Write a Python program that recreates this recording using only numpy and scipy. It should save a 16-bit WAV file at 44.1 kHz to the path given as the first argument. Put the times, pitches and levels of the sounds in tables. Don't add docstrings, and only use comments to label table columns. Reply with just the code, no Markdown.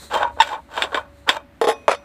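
import sys
import numpy as np
from scipy import signal
from scipy.fft import rfft, irfft
from scipy.io import wavfile
from scipy.ndimage import map_coordinates

SR = 44100
rng = np.random.default_rng(int(sys.argv[2]) if len(sys.argv) > 2 else 0)


def master_out(mix):
    frames = np.transpose(np.atleast_2d(mix))
    ceiling = np.clip(frames, -1, 1)
    pcm = np.round(ceiling * 32767).astype(np.int16)
    wavfile.write(sys.argv[1], SR, pcm)


N = 90140
T = np.arange(N) / SR


def amp(db):
    return 10 ** (np.asarray(db) / 20)


def unit(x):
    return x / np.sqrt(np.mean(x ** 2) + 1e-20)


def wobble(rate):
    return map_coordinates(rng.standard_normal(N // 8), [T * rate], mode="wrap")


def curve(t, level):
    return np.interp(T, t, level)


def add(track, s, x):
    part = track[max(round(s * SR), 0):][:len(x)]
    part += x[:len(part)]


def through(x, response):
    return signal.fftconvolve(x, response)[:len(x)]


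BASS_HZ, TREBLE_HZ = 676, 2070


def colour(points, bass_db=0, treble_db=0, size=4096):
    f = np.fft.rfftfreq(size, 1 / SR)
    hz, db = np.transpose(points)
    gain = unit(amp(np.interp(np.log(f + 1), np.log(hz), db)))
    bass = bass_db / (1 + (f / BASS_HZ) ** 4)
    treble = treble_db * (1 - 1 / (1 + (f / TREBLE_HZ) ** 4))
    cepstrum = irfft(np.log(gain * amp(bass + treble) + 1e-6))
    cepstrum[1:size // 2] *= 2
    cepstrum[size // 2 + 1:] = 0
    return irfft(np.exp(rfft(cepstrum)))


RING_WAVER, RING_WAVER_PER_S = 0.36, 70


def ring(modes):
    t = T[:SR * 3 // 4]
    out = np.zeros(len(t))
    for hz, db, t60 in modes:
        waver = RING_WAVER * np.interp(t * RING_WAVER_PER_S, np.arange(256), rng.standard_normal(256))
        out += amp(db - 60 * t / t60) * np.cos(2 * np.pi * hz * t + waver)
    return out * -np.expm1(-t * 9000)


CRACK_T60_S, CRACK_DB, SHELL_T60_S, SHELL_DB, PUSH_DB = 0.01, -5, 0.08, -9.5, 14.5


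def blow(response, crack_t60, push_db):
    t = T[:SR * 3 // 4]
    crack, shell = rng.standard_normal((2, len(t)))
    force = crack * amp(CRACK_DB - 60 * t / crack_t60)
    force += shell * amp(SHELL_DB - 60 * t / SHELL_T60_S)
    force[0] -= amp(push_db)
    return through(force, response)


GRAINS_PER_S, GRAIN_SPREAD_DB, CLUMP_DB = 3000, 2, 3


def friction(strokes, spectrum, modes, ring_db):
    slips = (rng.random(N) < GRAINS_PER_S / SR) * rng.choice([-1, 1], N)
    slips = slips * amp(GRAIN_SPREAD_DB * rng.standard_normal(N))
    slips = unit(slips * amp(CLUMP_DB * wobble(260)))
    low = signal.sosfiltfilt(signal.butter(2, TREBLE_HZ, fs=SR, output="sos"), slips)
    high = slips - low
    force = np.zeros(N)
    for stroke in strokes:
        s, db, treble_db = np.transpose(stroke)
        level = amp(np.interp(T, s, db, left=-120, right=-120))
        force += level * (low + amp(curve(s, treble_db)) * high)
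    tone = ring(modes)
    tone = tone / np.linalg.norm(tone)
    return through(force, colour(spectrum)) + amp(ring_db) * through(force, tone)


FINE_LOW_HZ, FINE_TOP_HZ, FINE_T60_S = 3330, 14880, 0.043
SEATED_FINE_DB, LOOSE_FINE_DB = -16, -9
RADIATE_HZ = 268


def steel(x, fine_db, count=70):
    t = T[:SR // 3]
    place, size = rng.random((count, 2)).T
    hz = FINE_LOW_HZ + (FINE_TOP_HZ - FINE_LOW_HZ) * (np.arange(count) + place) / count
    tones = (size - .5)[:, None] * np.sin(2 * np.pi * hz[:, None] * t)
    fine = tones.sum(0) * amp(-60 * t / FINE_T60_S)
    upper = through(x, fine / np.linalg.norm(fine))
    high_pass = signal.butter(3, RADIATE_HZ, "high", fs=SR, output="sos")
    return signal.sosfilt(high_pass, x + amp(fine_db) * upper)


# f/Hz, level/dB
AIR_COLOUR = [(20, -26), (65, -4), (120, -10), (200, -10), (290, -2.5), (420, -22), (620, -17.5),
              (1000, -20), (2000, -22.5), (7000, -44), (15000, -44.5)]
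AIR_DB = -51.5


def outdoor_air():
    return amp(AIR_DB) * through(rng.standard_normal(N), colour(AIR_COLOUR))


# f/Hz, level/dB
HUM_TONES = [(53.3, -64), (70.7, -56.5), (99.5, -65.5), (289, -70.5), (568, -62)]
# t/s, level/dB
HUM_SWELL_CURVE = [(0, 2.5), (.36, 11), (.46, -1.5), (1.22, 5.5), (1.4, -2.5), (2.04, -1)]


def distant_machine():
    swell_db = curve(*np.transpose(HUM_SWELL_CURVE))
    hum = np.zeros(N)
    for hz, db in HUM_TONES:
        level = amp(db + swell_db + 0.5 * wobble(15)) * np.sqrt(2)
        hum += level * np.sin(2 * np.pi * hz * T + 0.13 * wobble(14))
    return hum


# t/s, level/dB
PALM_LEVEL = [(0, -45.5), (.04, -42.5), (.1, -52), (.3, -69), (.345, -60.5), (.66, -67), (1.0, -55.5),
              (1.06, -77), (1.19, -61), (1.5, -89), (1.55, -70.5), (2.04, -73)]
# f/Hz, level/dB
SKIN_COLOUR = [(300, -2), (2000, -7), (2900, -15.5), (4100, 2), (5000, -13.5), (7000, -6.5), (8400, -5.5),
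               (9500, -10.5), (11300, -18), (13500, -12.5), (15500, -28)]


def palm():
    level_db = curve(*np.transpose(PALM_LEVEL)) + 0.66 * wobble(31)
    return amp(level_db) * through(rng.standard_normal(N), colour(SKIN_COLOUR))


# f/Hz, level/dB, t60/s
CAP_MODES = [(569, -29, .4), (1125, -32, .22), (2503, -38, .55), (2541, -44, .5), (3348, -32, .17),
             (3397, -30, .1), (3650, -28, .11), (4480, -29, .1), (5093, -30, .1), (5873, -48, .36),
             (5975, -33, .15)]
# t/s, level/dB, bass/dB, treble/dB
LANDING_BLOWS = [(1.8812, 0, 0.5, -3), (1.8815, -4, -4.5, -10), (1.8944, -13, 9.5, -8),
                 (1.9075, -27, -5, 15), (1.9147, -19.5, 13, 18), (1.9295, -21.5, -20, 10.5)]
# t/s, level/dB, treble/dB
LID_SLIDE = [(1.881, -30, 4), (1.89, -24.5, 1), (1.906, -29.5, 9.5), (1.918, -16.5, 6), (1.934, -24.5, -4),
             (1.952, -37, 11), (1.98, -50, 2), (2.03, -58.5, 0), (2.043, -36, -14)]
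# f/Hz, level/dB
LID_COLOUR = [(60, -8), (230, -15), (350, -12.5), (470, 1), (700, 2.5), (1000, 0.5), (1350, 1), (1600, -9),
              (2400, -9), (3700, -24.5), (4500, -28), (6000, -29.5), (8500, -34), (10500, -35.5),
              (13000, -49), (15000, -62)]
SLIDE_RING_DB, LANDING_RING_DB = -17.5, -15


def landing():
    out = friction([LID_SLIDE], LID_COLOUR, CAP_MODES, SLIDE_RING_DB)
    for s, db, bass_db, treble_db in LANDING_BLOWS:
        contact = blow(colour(LID_COLOUR, bass_db, treble_db), CRACK_T60_S, PUSH_DB)
        add(out, s, amp(db) * (contact + amp(LANDING_RING_DB) * ring(CAP_MODES)))
    return out


# t/s, level/dB, bass/dB, treble/dB, pipe ring level/dB
MOUTH_BLOWS = [(1.6142, -12.5, -13, 1, -10.5), (1.6415, -14, 8.5, -14, -12), (1.6715, -10.5, -1, -3, -10.5),
               (1.6858, -14, -6, 5.5, -9)]
# t/s, level/dB, treble/dB
RIM_DRAG = [(1.614, -19.5, 2.5), (1.638, -45, 12), (1.648, -29.5, 12), (1.667, -40, 0), (1.678, -27, 11.5),
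            (1.703, -29, 11.5), (1.72, -29.5, 4), (1.745, -45, -7), (1.79, -56, -4)]
# f/Hz, level/dB
LOOSE_COLOUR = [(60, -41), (220, -23), (340, -14), (470, -5.5), (700, 8), (1000, -3), (1400, -7.5),
                (1900, -8), (2500, -21.5), (2900, -19.5), (3550, -11.5), (4100, -33), (6000, -28.5),
                (7800, -27), (9000, -35.5), (10000, -22.5), (11700, -43), (13000, -32), (15000, -72.5)]
# f/Hz, level/dB, t60/s
PIPE_MODES = [(455, 2, .105), (622, -10, .1), (750, -17, .15), (838, -7, .11), (1075, -11, .12),
              (1460, -20, .07), (1787, -21, .09)]
DRAG_RING_DB, KNOCK_RING_DB = -0.5, -9.5
HOLLOW_DB, HOLLOW_T60_S = -27.5, 0.84


def knocks():
    out = friction([RIM_DRAG], LOOSE_COLOUR, PIPE_MODES + CAP_MODES, DRAG_RING_DB)
    for s, db, bass_db, treble_db, ring_db in MOUTH_BLOWS:
        contact = amp(db) * blow(colour(LOOSE_COLOUR, bass_db, treble_db), CRACK_T60_S, PUSH_DB)
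        pipe_ring = amp(ring_db) * ring(PIPE_MODES)
        add(out, s, contact + pipe_ring + amp(KNOCK_RING_DB) * ring(CAP_MODES))
    t = T[:SR // 2]
    hollow = rng.standard_normal(len(t)) * amp(-60 * t / HOLLOW_T60_S)
    return out + amp(HOLLOW_DB) * through(out, hollow / np.linalg.norm(hollow))


# t/s, hold/s, t60/s, f/Hz, level/dB, overtone level/dB
THREAD_JUDDERS = [(0.158, 0.0074, 0.026, 925, -10.5, -24), (0.204, 0.008, 0.037, 846, -16.5, -19),
                  (.228, 0.0041, 0.02, 870, -12, -14.5), (0.233, 0.021, 0.17, 947, -16.5, -45),
                  (0.401, 0.0085, 0.054, 904.3, -4, -4), (.503, 0.034, 0.065, 852, -29, -25),
                  (.529, 0.0031, 0.054, 1003, -20.5, -35), (0.551, 0.0077, 0.07, 873, -24.5, -29),
                  (0.587, 0.014, 0.028, 915, -35.5, -30), (0.974, 0.0058, 0.022, 1026, -17, -29),
                  (1.276, 0.0088, 0.017, 790, -25, -24)]
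# multiple of its pitch, level/dB
JUDDER_OVERTONES = [(2, -9), (3, -11), (4, -7.5), (6, -20.5), (8, -26.5)]
JUDDER_RISE_S, JUDDER_WANDER, JUDDER_ROUGH_DB = 0.0017, .035, 3


def judders():
    out, t = np.zeros(N), T[:SR // 4]
    for s, hold, t60, hz, db, overtones_db in THREAD_JUDDERS:
        after_hold = np.maximum(t - hold, 0)
        slipping = amp(-60 * after_hold / 0.06)
        pitch = hz * (1 + JUDDER_WANDER * slipping * wobble(282)[:len(t)])
        phase = 2 * np.pi * np.cumsum(pitch) / SR
        rough_db = JUDDER_ROUGH_DB * slipping * wobble(267)[:len(t)]
        shape = np.minimum(t / JUDDER_RISE_S, 1) * amp(rough_db - 60 * after_hold / t60)
        overtones = sum(amp(level) * np.sin(round(k) * phase) for k, level in JUDDER_OVERTONES)
        add(out, s, amp(db) * shape * (np.sin(phase) + amp(overtones_db) * overtones))
    return out


# t/s, level/dB, bass/dB, treble/dB
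THREAD_CLICKS = [(0.114, -26, -14, -1), (0.1357, -24, 7, 5.5), (0.16, -13.5, 3.5, -19),
                 (.229, -7, -22, -11), (0.3731, -35, 16.5, -20), (0.4023, -22, -18, 9),
                 (0.4063, -13, -7, 8), (0.395, -24.5, -12, -16), (0.4203, -8.5, -15, 5.5),
                 (.491, -22, -18, -7), (0.5312, -19.5, -12, -11), (0.5484, -26.5, -20, -3.5),
                 (0.7761, -11, -10, -4.5), (0.8221, -9.5, -5, 7.5), (0.8375, -15.5, 8, 6),
                 (0.9197, -28, 13, -4), (0.945, -8.5, 6.5, -2.5), (0.9553, -15, 1.5, -9),
                 (0.9729, -14, -1, -3.5), (.9915, -24, 1, -11), (1.291, -4, 0, 7),
                 (1.2926, -7.5, 3.5, 10.5)]
# f/Hz, level/dB
SEATED_COLOUR = [(60, -32), (200, -13.5), (330, -11.5), (450, -5), (620, -0.5), (760, -4), (880, -6.5),
                 (1070, -2), (1230, -13.5), (1500, 1), (2050, -11.5), (2500, -8.5), (2850, -12), (3600, -6),
                 (4100, -20.5), (5000, -25), (6500, -37), (7500, -24), (9000, -39), (11800, -44.5),
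                 (13500, -49.5), (15500, -56)]
# f/Hz, level/dB, t60/s
HOPPER_MODES = [(571, -22, .35), (625, -8, 0.04), (853, -14, .16), (900, -14, 0.067), (1078, -13, 0.09),
                (1470, -18, 0.2), (2336, -18, 0.12), (2500, -30, 0.3), (3130, -13, 0.06), (3661, -14, 0.08),
                (5990, -36, .12)]
CHATTER_T60_S, CLICK_PUSH_DB, CLICK_RING_DB = 0.018, 12.5, -9


def clicks():
    out = np.zeros(N)
    for s, db, bass_db, treble_db in THREAD_CLICKS:
        contact = blow(colour(SEATED_COLOUR, bass_db, treble_db), CHATTER_T60_S, CLICK_PUSH_DB)
        add(out, s, amp(db) * (contact + amp(CLICK_RING_DB) * ring(HOPPER_MODES)))
    return out


# t/s, level/dB, treble/dB
GRIND_STROKES = [
    [(.1, -41, 6), (.115, -31, -3.5), (.145, -24, 2), (.175, -23, -3), (.2, -27, -6), (.23, -21.5, -13),
     (.256, -29.5, -21), (.275, -37.5, -11), (.34, -53, -17)],
    [(.365, -47.5, -33), (.395, -32, -6.5), (.425, -35.5, 13), (.458, -41.5, 7.5), (.478, -32.5, 6.5),
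     (.5, -35, 2), (.55, -32.5, -4.5), (.575, -37.5, -18), (.64, -65, -19.5)],
    [(.685, -56, -15), (.712, -41.5, 1.5), (.76, -38.5, 7), (.782, -20, -3), (.805, -29, 1.5),
     (.848, -27.5, -4.5), (.872, -35.5, -6), (.912, -46, -9)],
    [(.914, -39, -8), (.942, -32, -11), (.955, -30.5, 6), (.98, -24, -10.5), (1.0, -35.5, -12.5),
     (1.025, -44.5, -12), (1.1, -61, -4)],
    [(1.26, -55, -8), (1.28, -19, -10.5), (1.308, -33.5, 8.5), (1.335, -30.5, 3.5), (1.37, -33, 0),
     (1.398, -43.5, -11), (1.45, -65, -2)],
]
# f/Hz, level/dB
GRIND_COLOUR = [(100, -14.5), (430, -12), (620, -1), (760, -5), (880, 1), (1070, 0), (1230, -6), (1500, -3),
                (2050, -17), (2500, -19), (2850, -13), (3600, -22), (4100, -22.5), (5000, -28.5),
                (6500, -32), (7500, -23), (9000, -36.5), (11900, -47.5), (13100, -31.5), (14000, -45.5),
                (15500, -54)]
GRIND_RING_DB = -6.5


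def grinding():
    return friction(GRIND_STROKES, GRIND_COLOUR, HOPPER_MODES, GRIND_RING_DB)


def scene():
    background = outdoor_air() + distant_machine()
    loose_cap = steel(knocks() + landing(), LOOSE_FINE_DB)
    unscrewing = steel(grinding() + clicks(), SEATED_FINE_DB) + judders() + palm()
    return (background + loose_cap + unscrewing)[None]


TOP_HZ = 15400


def record(dry):
    clipped = np.clip(dry, -1, 1)
    low_pass = signal.firwin(129, TOP_HZ, fs=SR)
    return signal.fftconvolve(clipped, low_pass[None], mode="same", axes=1)


dry = scene()
out = record(dry)
master_out(out)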